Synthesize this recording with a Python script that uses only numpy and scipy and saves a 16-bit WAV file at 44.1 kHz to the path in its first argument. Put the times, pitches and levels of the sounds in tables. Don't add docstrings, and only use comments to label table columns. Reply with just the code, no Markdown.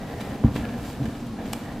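import sys
import numpy as np
from scipy import signal
from scipy.fft import rfft, irfft
from scipy.io import wavfile

SR = 44100
rng = np.random.default_rng(int(sys.argv[2]) if len(sys.argv) > 2 else 0)


def master(y):
    cut = np.clip(np.atleast_2d(y).T, -1, 1)
    pcm = np.round(cut * 32767)
    wavfile.write(sys.argv[1], SR, pcm.astype(np.int16))


N = 79380
T, HZ = np.arange(N) / SR, np.fft.rfftfreq(N, 1 / SR)

# pitch_hz [Hz], relative level_db [dB]
BURST_COLOUR = [(100, -12), (500, -15), (1000, 0), (1700, 5), (2100, 5.5), (3000, 2.5), (4300, 0.5),
                (6000, -5), (8000, -7), (11000, -8), (16000, -14)]


def amp(db):
    return 10 ** (np.asarray(db) / 20)


def unit(x):
    return x / np.sqrt(np.mean(x ** 2) + 1e-20)


def read(points, hz):
    point_hz, value = np.transpose(points)
    return np.interp(np.log(hz + 1), np.log(point_hz), value)


def level(points):
    return amp(np.interp(T, *np.transpose(points)))


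def add(mix, start_s, sound):
    start = max(round(start_s * SR), 0)
    part = mix[..., start:][..., :sound.shape[-1]]
    part += sound[..., :part.shape[-1]]


def colour(x, gain_db):
    log_gain = np.log(amp(gain_db))
    mirrored = np.r_[log_gain, log_gain[-2:0:-1]]
    phase = -signal.hilbert(mirrored).imag[:len(HZ)]
    return irfft(rfft(x) * np.exp(log_gain + 1j * phase), N)


def stereo(pair):
    # pitch_hz [Hz], correlation [0 to 1]
    likeness = [(50, 1), (150, 1), (350, 0.98), (700, 0.95), (1400, 0.85), (2800, 0.77), (5600, 0.49),
                (10000, 0.53), (15000, 0.11)]
    same = np.clip(read(likeness, HZ), 0, 1)
    mid, side = rfft(pair) * np.sqrt([(1 + same) / 2, (1 - same) / 2])
    return irfft([mid + side, mid - side], N)


def room(x):
    # pitch_hz [Hz], t60_s [s]
    room_t60 = [(60, 0.53), (250, 0.19), (1000, 0.79), (4000, 0.26), (15000, 0.42)]
    hit = rng.random((2, N)) < 4000 / SR
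    taps = rng.standard_normal((2, N)) * hit * (T > .004)
    hz, t, bands = signal.stft(taps, SR, nperseg=256)
    decay = amp(-60 * t / read(room_t60, hz)[:, None])
    tail = signal.istft(bands * decay, SR, nperseg=256)[1]
    tail = tail / np.linalg.norm(tail[0])
    return stereo(signal.fftconvolve(x[None], tail, axes=1)[:, :N])


def tone_lift():
    # pitch_hz [Hz], width_hz [Hz], lift_db [dB]
    tone_peaks = [(485, 36, 4.5), (686, 66, 5), (804, 55, 4), (1015, 54, 4.5), (1312, 36, 3),
                  (1620, 23, 5.5), (1764, 29, 5), (2315, 76, 5.5), (2696, 51, 5), (2976, 72, 6),
                  (3350, 71, 4), (3770, 90, 4), (4840, 33, 4), (6120, 110, 5.5), (7470, 110, 5.5)]
    return sum(lift_db / (1 + ((HZ - hz) / width) ** 2) for hz, width, lift_db in tone_peaks)


def grains(per_s, spread_db, spectrum):
    size = amp(spread_db * np.minimum(rng.exponential(1, (2, N)), 4.5))
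    size = size * rng.choice([-1, 1], (2, N))
    hits = size * (rng.random((2, N)) < per_s / SR)
    return unit(stereo(colour(hits, read(spectrum, HZ) + tone_lift())))


def background():
    # pitch_hz [Hz], relative level_db [dB per Hz]
    floor_colour = [(20, 7), (50, -4.5), (80, -6.5), (125, 1.5), (170, -3), (280, -9.5), (350, -7.5),
                    (700, -17.5), (1100, -18.5), (2000, -27.5), (4000, -30), (8000, -38), (14000, -45),
                    (16000, -69)]
    # pitch_hz [Hz], width_hz [Hz], level_db [dB rms]
    hum_bands = [(226.7, 25, -37.5), (286, 18.3, -43.5), (683, 21, -64.5), (800, 13, -57)]
    floor_db = -35.5

    def noise(gain):
        hiss = rfft(rng.standard_normal((2, N)))
        return unit(stereo(irfft(hiss * gain, N)))

    hums = sum(amp(db) * noise(1 / (1 + ((HZ - hz) / width) ** 2)) for hz, width, db in hum_bands)
    return amp(floor_db) * noise(amp(read(floor_colour, HZ))) + hums


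def presses():
    # peak_s [s], level_db [dB], rise_s [s], fall_s [s]
    press_rows = [(.14, -37, 0.032, 0.05), (.31, -35, 0.052, 0.054), (.49, -27, 0.023, 0.068),
                  (0.601, -29.5, 0.03, 0.034), (.68, -39, .03, 0.076), (.83, -36.5, 0.087, 0.1),
                  (.975, -34.5, 0.028, 0.048), (1.09, -32, 0.044, 0.025), (1.452, -33, 0.035, 0.065),
                  (1.72, -33, 0.04, 0.03)]
    # pitch_hz [Hz], relative level_db [dB]
    press_colour = [(20, -23), (45, -11), (66, 1), (90, -5.5), (130, -1), (175, -4.5), (230, -1),
                    (290, -6.5), (360, -18.5), (1000, -39), (16000, -84)]
    effort = np.zeros(N)
    for peak_s, db, rise_s, fall_s in press_rows:
        distance = np.maximum((peak_s - T) / rise_s, (T - peak_s) / fall_s)
        effort += amp(db) * np.exp(-distance)
    return effort * grains(900, 1.5, press_colour)


def judder():
    peak_s, half_s, contact_s = 1.016, .012, .004
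    slips_per_s, peak_db, uneven = 133.6, -23, .05
    late_s = (np.arange(-8, 9) + uneven * rng.standard_normal(17)) / slips_per_s
    fade_db = 10 * np.log10(1 + (late_s / half_s) ** 4)
    return [(peak_s + late, peak_db - fade, contact_s) for late, fade in zip(late_s, fade_db)]


def bowl():
    # pitch_hz [Hz], level_db [dB], t60_s [s]
    modes = [(66.7, -10, 0.22), (119.4, 6, 0.048), (226, 1, 0.12), (285, -2, 0.074), (400, -2, 0.04),
             (490, -8, 0.14), (710, -15, 0.057), (800, -19, 0.072), (985, -13, 0.11), (1027, -9, .065),
             (1300, -17, .06), (1660, -12, .065), (1830, -12, .065), (2220, -10, .05)]
    # start_s [s], level_db [dB], contact_s [s]
    blows = [(.4385, -24.5, .0012), (0.445, -5.5, 0.0038), (.4695, -26, .0032), (0.486, -16, 0.0059),
             (.5603, -24, .0007), (.6525, -35, 0.00036), (.978, -31.5, 0.0047), (1.0415, -30, .003),
             (1.0725, -31, .003)]
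    wall_hz, wall_build_s = 350, .0015
    room_db = -12
    force = np.zeros(N)
    for start_s, db, contact_s in list(blows) + judder():
        t = np.arange(0, contact_s, 1 / SR)
        push = np.sin(np.pi * t / contact_s) ** 2
        add(force, start_s, amp(db) * push / push.sum())
    build = 1 - np.exp(-T / wall_build_s)
    ring = np.zeros(N)
    for hz, db, t60_s in modes:
        mode = amp(db - 60 * T / t60_s) * np.cos(2 * np.pi * hz * T)
        ring += mode * (build if hz > wall_hz else 1)
    knocks = signal.fftconvolve(force, ring)[:N]
    return knocks + amp(room_db) * room(knocks)


def tick():
    # pitch_hz [Hz], relative level_db [dB]
    tick_colour = [(100, -24), (400, -4), (800, 8.5), (1100, 7.5), (1500, -7), (2200, -3.5), (3000, 0.5),
                   (4100, -9), (5200, 3.5), (6300, -10), (7800, 2.5), (9000, -1.5), (10200, -11),
                   (11500, 0), (12600, -12), (14200, -9), (16000, -22)]
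    start_s, level_db, room_db = 1.5334, -2, -14.5
    hit = colour(signal.unit_impulse(N), read(tick_colour, HZ) + tone_lift())
    contact = np.zeros(N)
    add(contact, start_s, amp(level_db) * hit)
    return contact + amp(room_db) * room(contact)


def scrapes():
    # peak_s [s], half_length_s [s], level_db [dB], pitch_hz [Hz] (shifts with where the dough lies)
    scrape_rows = [(.1, 0.2, -52, 1950), (.3, 0.16, -52.5, 1873), (0.65, 0.012, -40.5, 1675),
                   (.72, .06, -47.5, 1690), (1.4, .03, -51, 1670), (1.69, 0.08, -48.5, 1846)]
    width_hz = 110
    out = np.zeros((2, N))
    for peak_s, half_s, db, hz in scrape_rows:
        hiss = rfft(rng.standard_normal((2, N)))
        band = irfft(hiss / (1 + ((HZ - hz) / width_hz) ** 2), N)
        swell = np.exp(-((T - peak_s) / half_s) ** 2)
        out += amp(db) * swell * unit(band)
    return stereo(out)


def crackles_and_squelches():
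    # start_s [s], level_db [dB], decay_s [s to 1/e], brightness [dB per octave]
    bursts = [(0.2053, -11.5, 0.0099, -.5), (.2125, -15.5, 0.0037, 1.5), (.4385, -19, 0.0061, -16),
              (.556, -14.5, 0.0057, -2), (0.5621, -8.5, 0.0075, -2), (0.64, -21, 0.0044, -1),
              (0.6516, -13, 0.0042, -5), (.689, -17, .004, -5), (1.03, -20, .008, -2),
              (1.055, -13, .008, -2), (1.15, -21, .006, -5.5), (1.268, -30, 0.0033, 5),
              (1.395, -23, .003, -10.5), (1.455, -19, .01, -2), (1.529, -12.5, 0.0052, 3.5),
              (1.5356, -8, 0.0019, -2), (1.724, -27, 0.0044, 2.5)]
    room_db = -4
    out = np.zeros((2, N))
    body_db = read(BURST_COLOUR, HZ) + tone_lift()
    octaves = np.log2(np.maximum(HZ, 700) / 2500)
    for start_s, db, decay_s, tilt_db in bursts:
        burst = rng.standard_normal((2, N)) * np.exp(-T / decay_s)
        burst /= np.linalg.norm(burst, axis=1, keepdims=True)
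        add(out, start_s, amp(db) * colour(burst, body_db + tilt_db * octaves))
    return stereo(out) + amp(room_db) * room(out[0])


def dough():
    # time_s [s], level_db [dB]
    slide_level = [(0, -59), (.18, -50), (.28, -48.5), (.35, -50.5), (.41, -61), (.48, -61), (.56, -42),
                   (.68, -54), (.8, -47.5), (.9, -41), (.98, -52), (1.06, -50.5), (1.2, -51), (1.39, -69),
                   (1.47, -46.5), (1.56, -50), (1.65, -49), (1.8, -69)]
    # pitch_hz [Hz], relative level_db [dB]
    slide_colour = [(300, 14), (1200, 5.5), (2800, -3), (4500, 1), (6300, -5), (7600, -2), (10000, -7),
                    (14000, -3), (16000, -9)]
    # time_s [s], level_db [dB]
    squash_level = [(0, -43.5), (.11, -37.5), (.17, -41.5), (.33, -36.5), (.41, -43), (.47, -37.5),
                    (.53, -55), (.59, -41), (.7, -39), (.85, -45), (.98, -45), (1.06, -39.5), (1.14, -46),
                    (1.34, -53), (1.4, -41), (1.49, -42.5), (1.57, -44), (1.8, -41)]
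    # pitch_hz [Hz], relative level_db [dB]
    squash_colour = [(100, -13.5), (300, -5), (450, 2), (700, 0), (1200, -13.5), (1700, -10.5),
                     (2400, -18.5), (4000, -24.5), (8000, -35), (16000, -28)]
    crumb_db = -7
    rubbing = grains(5000, 2.5, slide_colour)
    crumbs = amp(crumb_db) * grains(130, -1, BURST_COLOUR)
    squashing = grains(1400, 2.5, squash_colour)
    return level(slide_level) * (rubbing + crumbs) + level(squash_level) * squashing


def scene():
    knocking = bowl() + tick()
    return background() + presses() + knocking + scrapes() + crackles_and_squelches() + dough()


def record(dry):
    edge_hz = 15600
    high_pass = signal.butter(2, 35, "high", fs=SR, output="sos")
    thinned = signal.sosfilt(high_pass, dry)
    low_pass = signal.firwin(511, edge_hz, window=("kaiser", 9), fs=SR)
    return signal.oaconvolve(thinned, low_pass[None], "same")


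dry = scene()
out = record(dry)
master(out)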